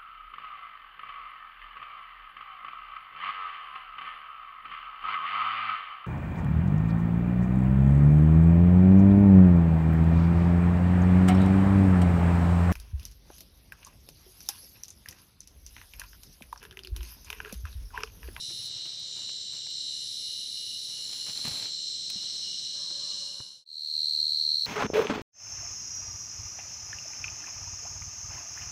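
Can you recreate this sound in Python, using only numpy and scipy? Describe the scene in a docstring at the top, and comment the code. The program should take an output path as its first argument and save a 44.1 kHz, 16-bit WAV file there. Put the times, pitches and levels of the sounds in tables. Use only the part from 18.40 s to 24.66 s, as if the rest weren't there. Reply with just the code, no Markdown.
"""Crickets in a night garden

Crickets trill without pause, two close by and a whole chorus behind, with other insects chirping and buzzing.
Each close cricket is a stack of tones spaced by its wing-stroke rate; far ones are strokes smeared by leaves.
A hand rustles in the leaves (clumps of snaps and noise) and bumps the microphone (short thuds and ticks).
A faint drone and hum, built from sine tones, join over low night air made of filtered noise.
The sound fades out and comes back at a second spot, right beside one loud cricket."""
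import sys
import numpy as np
from scipy import signal
from scipy.fft import rfft, irfft, next_fast_len
from scipy.io import wavfile

SR = 44100
rng = np.random.default_rng(int(sys.argv[2]) if len(sys.argv) > 2 else 0)


def log_audio(samples):
    """Write samples as a 16-bit WAV file to the path given in sys.argv[1]."""
    # one column per channel
    frames = np.atleast_2d(samples).T
    # limit to full scale, then quantise
    limited = np.clip(frames, -1, 1)
    pcm = np.round(limited * 32767).astype(np.int16)
    wavfile.write(sys.argv[1], SR, pcm)


N = 276066
T = np.arange(N) / SR   # time of every sample [s]

# Tones of the nearest cricket: (multiple of stroke rate, level before the step [dB], level after it [dB])
NEAR_TONES = [(49, -62, -62), (50, -59, -56), (51, -49, -58), (52, -52, -56), (53, -56, -50),
              (54, -47, -47), (55, -43, -48), (56, -54, -44), (57, -53, -49), (58, -59, -55),
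              (59, -70, -62), (60, -69, -59)]
# Its changing level, screened while the hand reaches in, then clear: (time [s], level [dB])
NEAR_LEVEL_CURVE = [(0, 1), (0.45, -0.5), (1.25, -1.5), (1.45, 1), (2.4, -0.5), (2.65, -3.5), (2.95, -2),
                    (3.55, 2.5), (3.9, 0.5), (4.8, -0.5)]
# Tones of the neighbour before its level curve: (multiple of stroke rate, level [dB])
NEIGHBOUR_TONES = [(53, -55), (54, -52), (55, -51), (56, -46), (57, -51), (58, -57), (59, -59), (60, -61),
                   (61, -65)]
# The neighbour strikes up loudly, settles, and comes close with the step: (time [s], level [dB])
NEIGHBOUR_LEVEL_CURVE = [(1.3, -27), (1.36, 2), (1.55, -5), (1.9, -2), (2.95, -1), (3.06, 4.5), (3.6, -3.5),
                         (4.8, 4)]
# Tones of the loud cricket at the second spot, before its gain: (multiple of stroke rate, level [dB])
LOUD_TONES = [(50, -52), (51, -75), (52, -44), (53, -38), (54, -38), (55, -34), (56, -35), (57, -42),
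              (58, -50), (59, -54), (60, -56), (61, -59), (62, -65)]
# Tones of its higher rival, before its gain: (multiple of stroke rate, level [dB])
RIVAL_TONES = [(58, -51), (59, -46), (60, -48), (61, -64), (62, -64)]
# Tones of the rasping singer there, before its level curve: (multiple of stroke rate, level [dB])
RASPER_TONES = [(46, -67), (47, -62), (48, -61), (49, -56), (50, -63), (51, -69), (52, -68), (53, -70),
                (54, -70)]
# The rasping singer grows louder: (time [s], level [dB])
RASPER_LEVEL_CURVE = [(5.5, -3.5), (5.92, -4.5), (6.1, 1), (6.22, 4)]
# Tone colour of the crickets that join in there: (frequency [Hz], relative level [dB])
JOINING_COLOUR = [(2500, -75), (3500, -39), (3850, -6), (4030, 0.5), (4190, 8.5), (4300, 5.5), (4450, -2),
                  (4800, -43), (6000, -70)]
# Tone colour of all far insects there: (frequency [Hz], relative level [dB])
SECOND_CHORUS_COLOUR = [(1500, -69.5), (2600, -53), (2900, -35.5), (3400, -31), (3800, -10.5), (4050, -5.5),
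                        (4230, -3), (4450, -4.5), (4900, -26), (5600, -24), (6400, -30.5), (7300, -31.5),
                        (8500, -23), (9700, -44), (15000, -49)]
# Chirps of the low triller: (start [s], length [s], level [dB])
LOW_CHIRP_TIMES = [(0.04, 0.2, -58), (0.29, 0.19, -54), (0.735, 0.23, -54.5), (1.097, 0.35, -57.5),
                   (1.44, 0.25, -59), (1.784, 0.33, -53), (2.123, .28, -51.5), (2.484, 0.18, -52),
                   (2.752, 0.2, -51.5), (3.742, 0.19, -53.5), (4.005, 0.34, -52), (4.605, 0.61, -55)]
# Phrases of the shrill triller: (start [s], level [dB])
SHRILL_PHRASE_TIMES = [(0.58, -50.5), (2.479, -50.5), (4.47, -55)]
# Bouts of the bush-cricket's buzz: (start [s], length [s], level [dB])
BUZZ_TIMES = [(-0.6, .91, -53), (1.336, 1.9, -53), (4.678, 1.0, -56)]
# A hand brushes leaves and soil: (start [s], length [s], level [dB])
BRUSH_STROKES = [(0.098, 0.039, -54.5), (0.167, 1, -61.5), (0.453, 0.038, -55), (0.757, 0.13, -57),
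                 (1.124, 0.089, -55), (2.47, 1, -60), (2.693, 0.15, -61.5), (2.861, 0.082, -47),
                 (2.952, 0.13, -51.5), (3.037, 0.31, -45), (3.183, 0.11, -55), (3.68, 0.72, -58.5)]
# Tone colour of the rustle: (frequency [Hz], relative level [dB])
LEAF_COLOUR = [(25, -39), (50, -23), (110, 0), (200, -3), (350, -8), (700, -8.5), (1600, -10.5), (3300, -4),
               (6000, -9), (12000, -19.5), (16000, -35)]
# Soft bumps on the microphone: (time [s], thud level before decay [dB], thud pitch [Hz], knock re thud [dB])
MICROPHONE_BUMPS = [(0.107, -46.5, 340, -20), (0.46, -54, 323, -6), (0.623, -48, 110, -24),
                    (3.051, -33.5, 230, -13), (3.076, -31, 149, -9), (3.113, -37, 111, -23),
                    (3.758, -41, 197, -21), (4.507, -47.5, 347, 0.5), (5.002, -35, 120, 0.5)]
# Ticks of twigs and leaf stalks, before decay: (time [s], bright snap level [dB], woody body level [dB])
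TWIG_TICKS = [(0.597, -45, -70), (0.839, -60, -54.5), (0.893, -56, -43.5), (1.135, -52, -59),
              (1.267, -56, -46.5), (1.304, -46, -61), (2.642, -50, -68), (2.728, -50, -42.5),
              (2.975, -38, -55), (3.052, -35, -37.5), (3.081, -32, -52), (3.155, -44, -56),
              (3.212, -48, -51), (3.701, -31.5, -46)]
# Tone colour of the bright snaps: (frequency [Hz], relative level [dB])
SNAP_COLOUR = [(300, -21), (1200, -23), (4000, 4), (9000, -7), (14000, -11), (16000, -11)]
# Far chorus at the first spot: (time [s], cricket level [dB], higher rasper level [dB])
CHORUS_LEVELS = [(0, -44, -42.5), (0.5, -42.5, -45.5), (1.31, -43.5, -45), (1.4, -43.5, -43.5),
                 (2.7, -43, -43.3), (3.4, -41.5, -42.5), (4.8, -43.5, -41)]
# Tone colour of the far crickets: (frequency [Hz], relative level [dB])
FAR_CRICKET_COLOUR = [(2700, -40), (3000, -16), (3350, -12), (3560, -15), (3800, -12), (4000, -4),
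                      (4200, 0), (4380, -4), (4600, -12), (4900, -28), (5500, -60)]
# Tone colour of the far raspers: (frequency [Hz], relative level [dB])
FAR_RASPER_COLOUR = [(4200, -50), (4700, -10), (5050, 0.5), (5500, 3), (5900, 0), (6400, -9.5), (7000, -11),
                     (8300, -10), (9200, -25), (11000, -29.5), (15500, -48)]
# Tones inside the far drone: (multiple of its base pitch, relative level [dB])
DRONE_TONES = [(2, -10), (3, -14), (4, 2), (5, -21), (6, -6.5), (7, -5.5), (8, -3), (9, -10), (10, -11),
               (11, -6.5), (12, -7), (13, -23)]
# Tone colour of the night air: (frequency [Hz], relative level [dB])
NIGHT_AIR_COLOUR = [(20, -36), (45, -10), (105, 2.5), (160, -0.5), (300, -6.5), (560, -6.5), (750, -26),
                    (1300, -21), (2400, -8.5), (3500, -19), (9000, -39), (16000, -50)]

# Average wing strokes per second; the nearest cricket changes rate during the step
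NEAR_RATE_BEFORE, NEAR_RATE_AFTER, NEIGHBOUR_RATE = 72.73, 72.9, 74.68
LOUD_RATE, RIVAL_RATE, RASPER_RATE = 76.18, 75.74, 115.0
LOW_RATE, SHRILL_RATE, BUZZ_RATE = 57.8, 59.2, 113.7
STEP_FROM_S, STEP_TO_S = 2.35, 3.25   # the step sideways
JOIN_FROM_S, JOIN_TO_S = 4.96, 5.92   # more crickets join in at the second spot
FADE_OUT_S, SILENT_FROM_S, SILENT_TO_S, FADE_IN_S = 4.75, 5.245, 5.253, 5.65   # FADE_IN_S: fade-in is done

CHIRP_EDGE_S = 0.063   # each low chirp swells and dies in this time
LOW_REST_DB, LOW_WAVER_DB = -56.5, 1.4   # soft trilling that never stops; typical wavering of strength
PHRASE_S, PHRASE_ATTACK_S, PHRASE_RELEASE_S = 1.3, 0.14, 0.25
# Shrill phrases and buzzes start flat and creep up to their pitch
SHRILL_TOP_HZ, SHRILL_FLAT_HZ, WARM_UP_S = 7524, 479, 0.42
BUZZ_HZ, BUZZ_FLAT_HZ = 10030, 449
BUZZ_ATTACK_S, BUZZ_RELEASE_S = 0.35, 0.046
BUZZ_HISS_DB, BUZZ_HISS_HZ = -6.5, 10450   # a broad hiss around the buzz
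BUZZ_TOP_HZ, BUZZ_TOP_DB = 14850, -11   # a thin upper ring that grows as the bout warms up

BRUSH_ATTACK_SHARE, BRUSH_RELEASE_SHARE = 0.028, 0.7   # shares of each brush's length
STIR_DB = -76.5   # leaves keep stirring between the brushes
SNAPS_PER_S, CLUMP_DB = 2200, 1.7
# A leaf quivers against the microphone in an even run of soft thumps
QUIVER_START_S, QUIVER_GAP_S, QUIVER_COUNT = 0.029, 0.0545, 7
QUIVER_DB, QUIVER_HZ, QUIVER_KNOCK_DB = -47.5, 123, -24

DRONE_START_S, DRONE_ATTACK_S, DRONE_DB = 4.33, 0.029, -64
DRONE_START_HZ, DRONE_SAG_HZ_PER_S = 150, 21
HUM_START_S, HUM_ATTACK_S, HUM_HZ, HUM_DB = 3.16, 0.5, 180, -66
HUM_OCTAVE_DB = -7.5   # relative to the hum
FIRST_AIR_DB, SECOND_AIR_DB = -62.5, -70
CUTOFF_HZ = 15700


def near_crickets():
    """Two close crickets; a step changes the paths through the leaves, and so the strength of each tone."""
    step = ramp(STEP_FROM_S, STEP_TO_S)
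    near_db, = in_time(NEAR_LEVEL_CURVE)
    neighbour_db, = in_time(NEIGHBOUR_LEVEL_CURVE)
    lines = [(k, before + (after - before) * step) for k, before, after in NEAR_TONES]
    rate = NEAR_RATE_BEFORE + (NEAR_RATE_AFTER - NEAR_RATE_BEFORE) * step
    nearest = trill(lines, rate, glide_s=.0165, jitter=.0003, flutter_db=.6, fading_db=.8, echo_s=.0035)
    neighbour = trill(NEIGHBOUR_TONES, NEIGHBOUR_RATE, glide_s=.022, jitter=.0006,
                      flutter_db=1.2, fading_db=1.8, echo_s=.0043)
    song = from_db(near_db) * nearest + from_db(neighbour_db) * neighbour
    return song.real + from_db(-57) * overtone(song, order=2)


def second_spot():
    """A loud cricket with overtones, a rival, a swelling rasper, others joining in and a far chorus."""
    loud = from_db(.3) * trill(LOUD_TONES, LOUD_RATE, glide_s=.009, jitter=.0003,
                               flutter_db=.35, fading_db=.3)
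    rival = from_db(-4) * trill(RIVAL_TONES, RIVAL_RATE, glide_s=.012, jitter=.0008,
                                flutter_db=1.5, fading_db=2.0)
    second_overtone = from_db(-43) * overtone(loud, order=2)
    third_overtone = from_db(-63.5) * resonant(overtone(loud + rival, order=3), 12900, 800)

    rasper_db, = in_time(RASPER_LEVEL_CURVE)
    rasper = trill(RASPER_TONES, RASPER_RATE, glide_s=.001, jitter=.0008, flutter_db=.8, fading_db=1.0)
    rasper = from_db(rasper_db) * rasper.real

    joiners = coloured(crowd(76, .05, jitter_s=.00003, smear_s=.008, count=3), JOINING_COLOUR)
    joiners = from_db(-35.3) * ramp(JOIN_FROM_S, JOIN_TO_S) * joiners
    far = coloured(crowd(75, .04, jitter_s=.00004, smear_s=.009, count=8), SECOND_CHORUS_COLOUR)
    return (loud + rival).real + second_overtone + third_overtone + rasper + joiners + from_db(-39.5) * far


def low_triller():
    """Low chirps over soft trilling: falling pips and noisier scrapes, both at about the stroke rate."""
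    level = from_db(LOW_REST_DB)
    for start, length, db in LOW_CHIRP_TIMES:
        level = level + from_db(db) * swell(start, length, CHIRP_EDGE_S, CHIRP_EDGE_S)
    voice = .6 * pips(LOW_RATE, 2930, fall_hz=220) + .55 * rasp(LOW_RATE, 2920, 150, duty=.7)
    return level * from_db(LOW_WAVER_DB * drift(9)) * voice


def shrill_triller():
    """Phrases creep up in pitch: a pure falling pip and a lower, noisier scrape, both at about the stroke rate."""
    level = sum(from_db(db) * swell(start, PHRASE_S, PHRASE_ATTACK_S, PHRASE_RELEASE_S)
                for start, db in SHRILL_PHRASE_TIMES)
    hz = SHRILL_TOP_HZ - SHRILL_FLAT_HZ * coldness([start for start, db in SHRILL_PHRASE_TIMES])
    pip = pips(SHRILL_RATE, hz + 50, fall_hz=450)
    scrape = rasp(SHRILL_RATE, hz - 140, 300, duty=1.2)
    return level * (.7 * pip + .62 * scrape)


def bush_cricket():
    """Long buzzes: scraping strokes excite a main ring, a broad hiss and a thin upper ring."""
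    level = sum(from_db(db) * swell(start, length, BUZZ_ATTACK_S, BUZZ_RELEASE_S)
                for start, length, db in BUZZ_TIMES)
    cold = coldness([start for start, length, db in BUZZ_TIMES])
    buzz = rasp(BUZZ_RATE, BUZZ_HZ - BUZZ_FLAT_HZ * cold, 620, duty=1.1)
    hiss = from_db(BUZZ_HISS_DB) * rasp(BUZZ_RATE, BUZZ_HISS_HZ, 2600, duty=.8)
    warmth = np.clip(1 - cold, 0, 1) ** 2
    top_level = warmth * from_db(BUZZ_TOP_DB + 2.6 * drift(8.7))
    top = top_level * rasp(BUZZ_RATE, BUZZ_TOP_HZ, 500, duty=1.3)
    return level * (buzz + hiss + top)


def rustle():
    """Leaves and crumbs of soil: tiny uneven snaps over a soft brushing, coming in clumps."""
    level = from_db(STIR_DB + 1.8 * drift(4.4))
    for start, length, db in BRUSH_STROKES:
        level = level + from_db(db) * swell(start, length, BRUSH_ATTACK_SHARE * length,
                                            BRUSH_RELEASE_SHARE * length)
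    happens = rng.random(N) < SNAPS_PER_S / SR
    snaps = happens * rng.choice([-1, 1], N) * from_db(rng.uniform(-14, 0, N))
    brushing = .5 * rng.standard_normal(N)
    clumps = from_db(CLUMP_DB * np.clip(drift(60), -2, 1.5))
    return level * clumps * coloured(rms_one(snaps) + brushing, LEAF_COLOUR)


def bumps():
    """Each soft bump, and each thump of the quivering leaf, is a dying sine thud with a dull knock."""
    out = np.zeros(N)
    knock = noise_band(120, 1200)
    quiver = [(QUIVER_START_S + k * QUIVER_GAP_S, QUIVER_DB, QUIVER_HZ, QUIVER_KNOCK_DB)
              for k in range(QUIVER_COUNT)]
    age = T[:SR // 8]
    for start, db, hz, knock_db in [*MICROPHONE_BUMPS, *quiver]:
        span = slice(int(start * SR), int(start * SR) + len(age))
        thud = np.sin(2 * np.pi * hz * age) * np.exp(-age / .009)
        out[span] += from_db(db) * (thud + from_db(knock_db) * knock[span] * np.exp(-age / .004))
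    return out


def twig_ticks():
    """Twigs and leaf stalks give short dying bursts of noise: a bright snap over a woody body."""
    out = np.zeros(N)
    snap = coloured(rng.standard_normal(N), SNAP_COLOUR)
    wood = noise_band(700, 3500)
    age = T[:SR // 25]
    for start, snap_db, body_db in TWIG_TICKS:
        span = slice(int(start * SR), int(start * SR) + len(age))
        tick = from_db(snap_db) * snap[span] + from_db(body_db) * wood[span]
        out[span] += tick * np.exp(-age / .003)
    return out


def chorus():
    """Far crickets round 4 kHz and a higher, raspier crowd."""
    cricket_db, rasper_db = in_time(CHORUS_LEVELS)
    crickets = coloured(crowd(74, .04, jitter_s=.00002, smear_s=.013, count=7), FAR_CRICKET_COLOUR)
    raspers = coloured(crowd(114, .025, jitter_s=.000035, smear_s=.014, count=9), FAR_RASPER_COLOUR)
    return from_db(cricket_db) * crickets + from_db(rasper_db) * raspers


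def far_drone():
    """A faint rough stack of tones that sinks in pitch, like a distant motor."""
    hz = DRONE_START_HZ - DRONE_SAG_HZ_PER_S * (T - DRONE_START_S)
    turns = np.cumsum(hz * (1 + .02 * drift(10))) / SR
    drone = 0
    for multiple, db in DRONE_TONES:
        strength = from_db(db + 5 * np.clip(drift(14), -2, 1))
        drone = drone + strength * np.sin(2 * np.pi * round(multiple) * turns + 1.1 * drift(20))
    return from_db(DRONE_DB) * ramp(DRONE_START_S, DRONE_START_S + DRONE_ATTACK_S) * drone


def low_hum():
    """A hum and its octave, with a wandering phase, that begin before the drone and stay."""
    phase = 2 * np.pi * HUM_HZ * T + .83 * drift(5.1)
    hum = np.sin(phase) + from_db(HUM_OCTAVE_DB) * np.sin(2 * phase)
    return from_db(HUM_DB) * ramp(HUM_START_S, HUM_START_S + HUM_ATTACK_S) * hum


def night_air():
    """Steady night air: noise filtered to its own tone colour; rms 1."""
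    return coloured(rng.standard_normal(N), NIGHT_AIR_COLOUR)


def trill(lines, rate, glide_s, jitter, flutter_db, fading_db, echo_s=0):
    """One cricket as a complex tone: repeating the same short falling whistle gives tones at multiples of rate.

    Higher tones arrive earlier, by glide_s per kHz; a ground bounce echo_s later shifts their phases."""
    strokes = np.cumsum(rate * np.ones(N)) / SR + rng.random() + jitter * drift(35)
    mean_rate, song = np.mean(rate), 0
    for multiple, db in lines:
        k = round(multiple)
        sweep = glide_s / 1000 * (k * mean_rate) ** 2 / 2
        bounce = np.angle(1 + .9 * np.exp(-2j * np.pi * k * mean_rate * echo_s))
        # shifting echoes from the leaves change the strength and the phase of each tone
        paths = np.log(from_db(fading_db)) * (drift(1.0) + 2j * drift(.8))
        turns = (k * strokes + sweep) % 1
        song = song + from_db(db) * np.exp(paths + 1j * bounce + 2j * np.pi * turns)
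    return np.sqrt(2) * song * from_db(flutter_db * drift(17))


def overtone(song, order):
    """The wing rings not quite linearly: a harmonic that follows each stroke."""
    return (song ** order / (np.abs(song) + 1e-9) ** (order - 1)).real


def pips(rate, hz, fall_hz):
    """A pure voice: each wing stroke is a rounded pip of its own strength that falls in pitch; rms 1."""
    strokes = np.cumsum(rate * (1 + .008 * drift(2))) / SR
    within = strokes % 1   # progress through the current stroke
    random_pairs = rng.random((int(strokes[-1]) + 1, 2))
    start, strength = random_pairs[strokes.astype(int)].T
    turns = np.cumsum(hz - fall_hz * (within - .5)) / SR + start
    return rms_one((1 + strength) * np.sin(np.pi * within) ** 2 * np.sin(2 * np.pi * turns))


def rasp(rate, hz, width_hz, duty):
    """Each wing stroke is a scrape, dying over duty strokes, that rings a resonance; rms about 1."""
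    strokes = np.cumsum(rate * (1 + .012 * drift(2.8))) / SR
    scraping = np.exp(-(strokes % 1) / duty)
    tone = resonant(scraping * rng.standard_normal(N), np.mean(hz), width_hz)
    # shift the ringing so that it follows a changing pitch
    bend = np.exp(2j * np.pi * np.cumsum((hz - np.mean(hz)) * np.ones(N)) / SR)
    return (signal.hilbert(tone, next_fast_len(N))[:N] * bend).real


def crowd(rate, spread, jitter_s, smear_s, count):
    """Far singers, each with its own rate, swell and ebb; foliage smears each stroke into echoes."""
    out, age = np.zeros(N), np.arange(SR // 25) / SR
    for singer in range(count):
        period = 1 / (rate * (1 + spread * rng.uniform(-1, 1)))
        starts = (np.arange(1000) + rng.random()) * period + jitter_s * rng.standard_normal(1000)
        starts = starts[(starts > 0) & (starts < T[-1])]
        strokes = np.bincount((starts * SR).astype(int), minlength=N)
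        echoes = rng.standard_normal(len(age)) * np.exp(-age / smear_s)
        out += signal.oaconvolve(strokes, echoes)[:N] * from_db(2 * drift(1.0))
    return out


def coldness(starts):
    """Jumps up by 1 at each start and dies away as the singer warms up."""
    return sum((T >= start) * np.exp(-np.abs(T - start) / WARM_UP_S) for start in starts)


def from_db(db):
    """Turns decibels into a plain multiplier."""
    return np.exp(np.asarray(db) * (np.log(10) / 20))


def rms_one(x):
    """Scales a sound to an average strength (rms) of 1."""
    return x / np.sqrt(np.mean(x ** 2) + 1e-20)


def in_time(rows):
    """Each column of a curve, read at every sample."""
    seconds, *columns = np.transpose(rows)
    return [np.interp(T, seconds, column) for column in columns]


def ramp(start, end):
    """Rises from 0 to 1 between two times."""
    return np.clip((T - start) / (end - start), 0, 1)


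def swell(start, length, attack, release):
    """Attack, hold and release of one sound, from 0 to 1 and back."""
    return ramp(start, start + attack) * (1 - ramp(start + length - release, start + length))


def drift(rate):
    """Slow random wandering of rms 1: coarse noise smoothed twice, with its corner at rate Hz."""
    r = np.exp(-80 * np.pi * rate / SR)   # one coarse step is 40 samples
    noise = rng.standard_normal(N // 40 + 2002)
    slow = signal.lfilter([1], [1, -2 * r, r * r], noise)[2000:]   # skip the filter's start
    return np.interp(np.arange(N) / 40, np.arange(len(slow)), rms_one(slow))


def coloured(x, colour):
    """Filters x with a curve of (frequency [Hz], relative level [dB]) points; rms 1."""
    size = next_fast_len(N + SR // 10)
    hz, db = np.transpose(sorted(map(tuple, colour)))
    log_hz = np.log(np.fft.rfftfreq(size, 1 / SR) + 1)
    gain = from_db(np.interp(log_hz, np.log(hz), db))
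    return rms_one(irfft(rfft(x, size) * gain, size)[:N])


def noise_band(low_hz, high_hz):
    """Noise kept between two frequencies; rms 1."""
    band = signal.butter(2, [low_hz, high_hz], "band", fs=SR, output="sos")
    return rms_one(signal.sosfilt(band, rng.standard_normal(N)))


def resonant(x, hz, width_hz):
    """Passes x twice through one resonance; rms 1."""
    r = np.exp(-np.pi * width_hz / SR)
    b, a = [1, 0.003, -1.13], [1, -2 * r * np.cos(2 * np.pi * hz / SR), r * r]
    return rms_one(signal.lfilter(b, a, signal.lfilter(b, a, x)))


def scene():
    """The first spot fades out, then the second fades in."""
    air = night_air()
    insects = near_crickets() + low_triller() + shrill_triller() + bush_cricket() + chorus()
    hand = rustle() + bumps() + twig_ticks()
    first = insects + hand + far_drone() + low_hum() + from_db(FIRST_AIR_DB) * air
    second = second_spot() + from_db(SECOND_AIR_DB) * air
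    fade_out = 1 - ramp(FADE_OUT_S, SILENT_FROM_S)
    fade_in = ramp(SILENT_TO_S, FADE_IN_S)
    return (first * fade_out + second * fade_in)[None]


def record(dry):
    """A slightly lopsided microphone turns loud strokes into a faint purr; deep bass and top are cut."""
    purr = signal.sosfilt(signal.butter(2, [60, 500], "band", fs=SR, output="sos"), dry ** 2)
    thin = signal.sosfilt(signal.butter(2, 48, "high", fs=SR, output="sos"), dry + 0.28 * purr)
    return signal.sosfilt(signal.ellip(12, .1, 90, CUTOFF_HZ, fs=SR, output="sos"), thin)


dry = scene()
out = record(dry)
log_audio(out)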